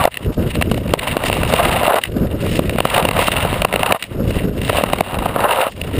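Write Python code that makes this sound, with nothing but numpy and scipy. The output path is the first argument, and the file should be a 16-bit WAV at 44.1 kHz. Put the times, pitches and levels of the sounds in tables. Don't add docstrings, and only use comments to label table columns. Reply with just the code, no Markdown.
import sys
import numpy as np
from scipy import signal
from scipy.fft import rfft, irfft, next_fast_len
from scipy.io import wavfile
from scipy.ndimage import uniform_filter1d

SR = 44100
rng = np.random.default_rng(int(sys.argv[2]) if len(sys.argv) > 2 else 0)


def voltage_ratio(level):
    return 10 ** (np.asarray(level, float) / 20)


def wav_record(signal):
    frames = np.transpose(np.atleast_2d(signal))
    bounded = np.clip(frames, -1, 1)
    quanta = np.round(bounded * 32767).astype(np.int16)
    wavfile.write(sys.argv[1], SR, quanta)


N = 264153

# f/Hz, width/Hz, level/dB
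BOOT_MODES = [(506, 190, -0.5), (715, 259, -0.36), (979, 136, 0.5), (1250, 280, -3), (1745, 660, -11.5)]
# f/Hz, width/Hz, level/dB
EDGE_MODES = [(1904, 470, -2.5), (2300, 790, -3.5), (2800, 252, 1.13), (3760, 360, -10), (4520, 820, -18.5)]
REST_LOAD_DB = -44


def rms_one(x):
    return x / np.sqrt(np.mean(x ** 2) + 1e-20)


def in_time(rows):
    s, *columns = np.transpose(rows)
    return [np.interp(np.arange(N) / SR, s, c) for c in columns]


def swells(rows):
    t = np.arange(N) / SR
    total = 0
    for centre, length, db in rows:
        phase = np.pi * np.clip((t - centre) / length, -.5, .5)
        total = total + db * np.cos(phase) ** 2
    return total


def drift(rate):
    r = np.exp(-16 * np.pi * rate / SR)
    white = rng.standard_normal(N // 8 + 2002)
    slow = signal.lfilter([1], [1, -2 * r, r * r], white)[2000:]
    return np.interp(np.arange(N) / 8, np.arange(len(slow)), rms_one(slow))


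def coloured(spectrum):
    size = next_fast_len(N)
    hz, db = np.transpose(spectrum)
    grid = np.maximum(np.arange(size // 2 + 1) * SR / size, 1)
    shape = voltage_ratio(np.interp(np.log(grid), np.log(hz), db, left=-60, right=-80))
    return rms_one(irfft(rfft(rng.standard_normal(size)) * shape, size)[:N])


def body(force, modes, lean_hz=None, lean_db=0):
    out = 0
    for k, (hz, width, db) in enumerate(modes):
        r = np.exp(-np.pi * width / SR)
        zeros = [(1 - r * r) / 2, 0, (r * r - 1) / 2]
        poles = [1, -2 * r * np.cos(2 * np.pi * hz / SR), r * r]
        lean = 0 if lean_hz is None else lean_db * np.abs(np.log2(lean_hz / hz))
        out = out + (-1) ** k * voltage_ratio(db - lean) * signal.lfilter(zeros, poles, force + 1e-18)
    return out


def grit(per_s, spread_db):
    sizes = voltage_ratio(spread_db * np.minimum(rng.exponential(1, N), 5)) * rng.choice([-1, 1], N)
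    return sizes * (rng.random(N) < per_s / SR)


def strides():
    # t/s, load/dB, edge bite/dB
    pushes = [
        [(0.0, -19.5, -27), (0.085, -25.5, -39)],
        [(0.96, -32, -36.5), (1.03, -31, -30.5), (1.44, -30.5, -31.5), (1.52, -27.5, -25.5),
         (1.604, -15, -20.5), (1.69, -23.5, -25.5), (1.83, -24.5, -28.5), (1.918, -14, -26),
         (1.988, -16, -26.5)],
        [(2.877, -32.5, -31.5), (2.963, -20.5, -25.5), (3.111, -33, -34.5), (3.221, -22, -19.5),
         (3.297, -31.5, -27.5), (3.39, -25, -27.5), (3.63, -30.5, -32.5), (3.86, -23, -32), (3.965, -22, -29)],
        [(4.69, -37, -36), (4.776, -25.5, -23), (4.842, -32, -33), (5.1, -32.5, -35), (5.37, -28, -35.5),
         (5.45, -19, -33.5), (5.53, -21, -27.5), (5.655, -21, -27), (5.683, -27, -33)],
    ]
    # t after lift/s, load/dB, edge bite/dB
    swing = [
        (0.016, -47, -52),
        (0.03, -47.5, -41),
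        (0.07, -45, -37),
        (0.108, -49, -50),
        (0.22, -44.5, -49.5),
        (0.42, -44, -43.5),
        (0.62, -46.5, -40.5),
    ]
    # centre t/s, length/s, change/dB
    grazes = [(0.24, 0.12, 7), (0.36, .14, -6), (0.52, 0.27, 6), (0.8, 0.38, -6), (2.05, 0.14, 9.5),
              (2.5, 0.35, 10), (4.35, 0.33, 10.5), (4.53, .16, -8), (5.735, .12, -14), (5.83, 0.16, 9.5),
              (5.99, 0.35, 13.5)]
    rows = []
    for push in pushes:
        lift_s = push[-1][0]
        rows += list(push)
        rows += [(lift_s + s, load_db, bite_db) for s, load_db, bite_db in swing]
    load_db, bite_db = np.array(in_time(rows)) + swells(grazes) * [[0.6], [1]]
    lean_hz = 571.3 * 2 ** (0.0082 * (load_db - REST_LOAD_DB))
    return load_db, bite_db, lean_hz


def wind():
    # t/s, level/dB, flutter share/dB
    strength = [(0.0, -21, -10), (0.1, -42, -13), (0.2, -39.5, -9), (0.27, -15.5, -8.5), (0.9, -22, -5.5),
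                (1.03, -29, -7.5), (1.45, -19, -3.5), (1.82, -23, -7), (2.01, -39.5, -5.5), (2.2, -15, -4),
                (2.9, -26, -3.5), (3.52, -21, -10), (3.91, -28.5, 0.5), (3.99, -52.5, -3), (4.2, -16.5, -7),
                (5.42, -27.5, -5), (5.65, -44, -2), (5.99, -17, -8)]
    # centre t/s, length/s, change/dB
    lone_gusts = [(0.28, .05, 4), (0.34, .09, -19), (0.41, 0.043, -2), (0.52, 0.11, -9), (0.58, .06, 4),
                  (0.635, 0.063, -3), (2.33, 0.26, -6), (2.52, 0.12, 3.5), (2.6, .08, 1), (2.68, 0.17, 2),
                  (2.91, 0.092, -2.5), (3.04, 0.15, 2.5), (3.32, 0.25, -3.5), (4.45, .04, 9),
                  (4.53, .16, -5), (4.74, 0.37, -3.5), (5.07, 0.19, -7), (5.21, 0.11, 3), (5.8, .24, 5)]
    # f/Hz, density/dB
    rumble_spectrum = [(20, -8), (45, -1.5), (100, 1), (180, -6.5), (260, -9), (420, -27.5)]
    # f/Hz, density/dB
    flutter_spectrum = [(150, 0), (260, -2.5), (400, -2.5), (600, -7), (800, -27.5), (1500, -25),
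                        (3000, -53.5), (5500, -38)]
    rumble_db, flutter_db = in_time(strength)
    rumble_db = rumble_db + swells(lone_gusts)
    gusts = drift(33.0)
    rumble = rms_one(coloured(rumble_spectrum) * voltage_ratio(1.33 * gusts + 0.66 * drift(7.8)))
    flutter = rms_one(coloured(flutter_spectrum) * voltage_ratio(2.6 * gusts + 2.6 * drift(23.7)))
    return voltage_ratio(rumble_db) * (rumble + voltage_ratio(flutter_db + 3.0) * flutter)


def glide(boot_db, edge_db, lean_hz):
    # centre t/s, length/s, spray/dB
    snow = [(0.79, 0.22, 6), (1.27, 0.33, 17), (1.53, 0.45, 18), (2.06, .1, 7), (2.52, 0.46, 17.5),
            (2.95, .5, 14), (3.24, .3, 23), (3.42, .2, 12), (3.6, .3, 7), (2.29, 0.29, -17),
            (4.16, 0.17, -10), (4.33, 0.33, 11.5), (4.47, .14, -7), (4.72, 0.51, 11), (5.08, .3, -7.5),
            (5.8, 0.29, 2)]
    # f/Hz, density/dB
    spray_spectrum = [(1500, -10), (3000, 3), (4300, -4), (5300, -3), (6200, -14)]
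    spray_db = -54 + swells(snow)
    chatter = drift(47.4) * np.clip(1 - 0.025 * (boot_db + 31), .3, 1)
    boot_force = grit(4000, spread_db=3.0) * voltage_ratio(2.7 * chatter + 2.5 * drift(30.6))
    boot = body(boot_force, BOOT_MODES, lean_hz, lean_db=4.0)
    boot = signal.sosfilt(signal.butter(2, 450, "high", fs=SR, output="sos"), boot)
    edge_force = grit(3500, spread_db=2.5) * voltage_ratio(2.9 * chatter + 3.1 * drift(79))
    edge = body(edge_force, EDGE_MODES)
    spray = coloured(spray_spectrum) * voltage_ratio(4.4 * chatter + 2.6 * drift(25))
    out = voltage_ratio(boot_db + 4.5) * rms_one(boot)
    out += voltage_ratio(edge_db + 4.5) * rms_one(edge)
    return out + voltage_ratio(spray_db + 3.0) * rms_one(spray)


def jolts(load_db, lean_hz):
    # t/s, peak level/dB, crack/dB, length/ms
    ruts_and_chips = [(0.038, 1.5, -11, 4.7), (0.052, 8, -13, 4.5), (0.073, 5, -16, 6.8), (0.142, -14, 1, 2.1),
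                      (0.17, -11, -0.5, 4.4), (0.552, -8.5, -6.5, 7.2), (0.611, -3, -7.5, 5.4),
                      (0.622, -1, -3.5, 4.1), (0.713, -1.5, -10.5, 5.8), (0.742, -4, -6.5, 3.5),
                      (0.776, -11, -7, 3), (0.936, 9.5, -8, 2.93), (0.992, -8, -0.3, 6.8),
                      (1.167, 5.5, -18.5, 3.3), (1.236, -3, -9, 4.7), (1.298, 1.5, -11, 2.5),
                      (1.327, -3, -6.5, 5), (1.431, -1.5, -8, 5.3), (1.523, -4.5, -10, 7.8),
                      (1.536, 3.5, -9, 5.2), (1.563, -0.6, -6, 4.0), (1.603, -6.5, -7, 4.8),
                      (1.675, -10, -8, 3.1), (1.724, -5.5, -13, 5.5), (1.831, -1.5, -12, 4.2),
                      (1.878, 9, -29, 3.1), (1.907, 4, -24, 4.3), (1.921, 6, -25, 3.1), (1.941, 3, -13, 4.7),
                      (1.955, 3, -10, 12),
                      (2.036, -5.5, 0, 5), (2.464, -7.5, -11.5, 4.1), (2.591, 3.7, -14, 3.9),
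                   (2.694, -4.5, -3.5, 3.2), (2.758, -7, -11, 2.9), (2.783, -1.5, -9.5, 5.7),
                   (2.803, 5, -10, 2.4), (2.851, 6, -16.5, 4.7), (2.939, -4, -14, 3.7),
                   (2.978, 3, -16, 6.6), (3.025, -6, -2, 3.8), (3.051, 7.5, -15, 3.5),
                   (3.086, 1.5, -6.5, 5.3), (3.109, 1.5, -11, 5.8), (3.131, -9, -8, 4.1),
                   (3.188, 1, -13, 9.3), (3.281, 3.5, -15, 4.6), (3.448, -2.5, -16, 6.2),
                   (3.527, 0.5, -11.5, 3.1), (3.618, 1, -5, 5.2), (3.647, 7.5, -9.5, 5.4),
                   (3.726, -4, -5.5, 2.2), (3.737, 1.5, -12.5, 4.9), (3.759, 6, -10, 1.84),
                   (3.792, -5, -11, 5.8), (3.83, -1, -6.5, 4.7), (3.859, -0.5, -8.5, 10.5),
                   (3.908, 0.5, -19, 5.9), (3.922, 8.5, -6.5, 3.9), (3.945, 5, -21, 5.1),
                      (4.024, -7.5, 1.5, 4.3), (4.039, -12.5, -1.5, 2.1), (4.305, -10, -8.5, 6.6),
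                 (4.615, -14, -2, 4.6), (4.648, -16.5, 2, 2.7), (4.678, -4.5, -8.5, 2.4),
                 (4.693, 2, -13.5, 10), (4.728, -9, -5.5, 4.0), (4.768, -3, -7, 4.7), (4.783, 0, -23, 4.3),
                 (4.809, -6.5, -20, 4.7), (4.836, 7, -15.5, 3.45), (4.899, -7.5, -12, 2.7),
                 (4.932, 7.5, -17.5, 3.6), (4.983, -3, -10.5, 6.2), (5.006, 5.5, -13, 4.8),
                 (5.141, -6, -15, 7), (5.186, -4, -11, 4.6), (5.22, -5.5, -31, 6.1), (5.256, 0.3, -21, 6.2),
                 (5.282, -11, -22.5, 2.9), (5.33, -14, -21, 4.1), (5.36, 1, -17.5, 3.15),
                 (5.403, -4, -12, 7.7), (5.441, 3.5, -18, 4.2), (5.534, -7, -21, 1.84),
                 (5.586, 6.5, -32, 1.8), (5.604, 3.5, -30.5, 1.4), (5.666, -2.5, -20.5, 4.2),
                 (5.814, -10.5, -3, 3)]
    ruts = np.array(ruts_and_chips)
    s, db, crack_db, ms = ruts.T[:, :, None]
    at = np.round(s * SR).astype(int)
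    thud_db = -3 - 0.7 * (load_db[at] - REST_LOAD_DB)
    thud_db = thud_db - 20 * voltage_ratio(2 * np.minimum(crack_db, 0))
    lean_hz = 0.9 * lean_hz[at]
    low, high = rng.standard_normal((len(s), 2, 1500)).transpose(1, 0, 2)
    u = np.minimum(np.arange(1500) / SR / (np.clip(ms, 1, 14) / 1000), 1)
    swell = np.sin(np.pi * u ** 0.62) ** 0.66

    push = voltage_ratio(db + thud_db) * np.sin(2 * np.pi * u) * np.sign(low[:, :1])
    thud = signal.sosfilt(signal.butter(2, [110, 520], "band", fs=SR, output="sos"), push)
    knock_share = np.sqrt(np.clip(1 - voltage_ratio(2 * crack_db), .02, 1))
    knock = voltage_ratio(db) * knock_share * body(swell * low, BOOT_MODES, lean_hz, lean_db=6.5)
    snap = voltage_ratio(-20) * swell ** 3.0 * np.diff(high, prepend=0, axis=1)
    crack = voltage_ratio(db + crack_db) * (body(swell * high, EDGE_MODES) + snap)
    out = np.zeros(N + 1500)
    for i, jolt in zip(at[:, 0], voltage_ratio(-1.2) * thud + voltage_ratio(11.0) * knock + voltage_ratio(11.5) * crack):
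        out[i:i + 1500] += jolt
    return out[:N]


def creak(load_db, lean_hz):
    width_hz, waver_oct = 45, 0.16
    phase = 2 * np.pi * np.cumsum(lean_hz * 2 ** (waver_oct * drift(7))) / SR
    ring = 0
    for ratio, db in [(0.95, 1.5), (1.6, -1.5)]:
        ring = ring + drift(width_hz) * np.cos(ratio * phase) * voltage_ratio(db)
    return voltage_ratio(-22.5 + 1.44 * (load_db + 21)) * rms_one(ring)


def scene():
    load_db, bite_db, lean_hz = strides()
    blade = glide(load_db, bite_db, lean_hz)
    return (wind() + blade + jolts(load_db, lean_hz) + creak(load_db, lean_hz))[None]


def gain_control(x, knee_db, back_db_per_s, attack_s):
    over = np.maximum(20 * np.log10(np.abs(x) + 1e-9) - knee_db, 0)
    ramp = back_db_per_s * np.arange(N) / SR
    held = np.maximum.accumulate(over + ramp) - ramp
    r = np.exp(-1 / (attack_s * SR))
    return x * voltage_ratio(-signal.lfilter([1 - r], [1, -r], held))


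def low_pass(x, hz):
    return signal.sosfiltfilt(signal.ellip(10, .1, 70, hz, fs=SR, output="sos"), x)


def top_band(x, open_db, kept_db):
    below = low_pass(x, 15250)
    top = low_pass(x, 16450) - below
    level = np.sqrt(uniform_filter1d(top ** 2, size=600))
    return below + voltage_ratio(kept_db) * top * np.clip(level / voltage_ratio(open_db), 0, 1) ** 3.0


def top_cut(x):
    return signal.sosfilt(signal.butter(12, 16510, fs=SR, output="sos"), x)


def record(dry):
    sample_hz, hold_count = 12000, 4
    x = gain_control(dry[0], knee_db=-3.5, back_db_per_s=165, attack_s=0.0091)
    slow = np.clip(signal.resample_poly(x, sample_hz // 300, SR // 300), -.9, .9)
    steps = np.repeat(slow, hold_count)
    held = signal.resample_poly(steps, SR // 300, sample_hz * hold_count // 300)
    held = np.pad(held, (0, 8))[:N]
    mix = top_band(held, open_db=-37, kept_db=-10)[None]
    return top_cut(mix)


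dry = scene()
out = record(dry)
wav_record(out)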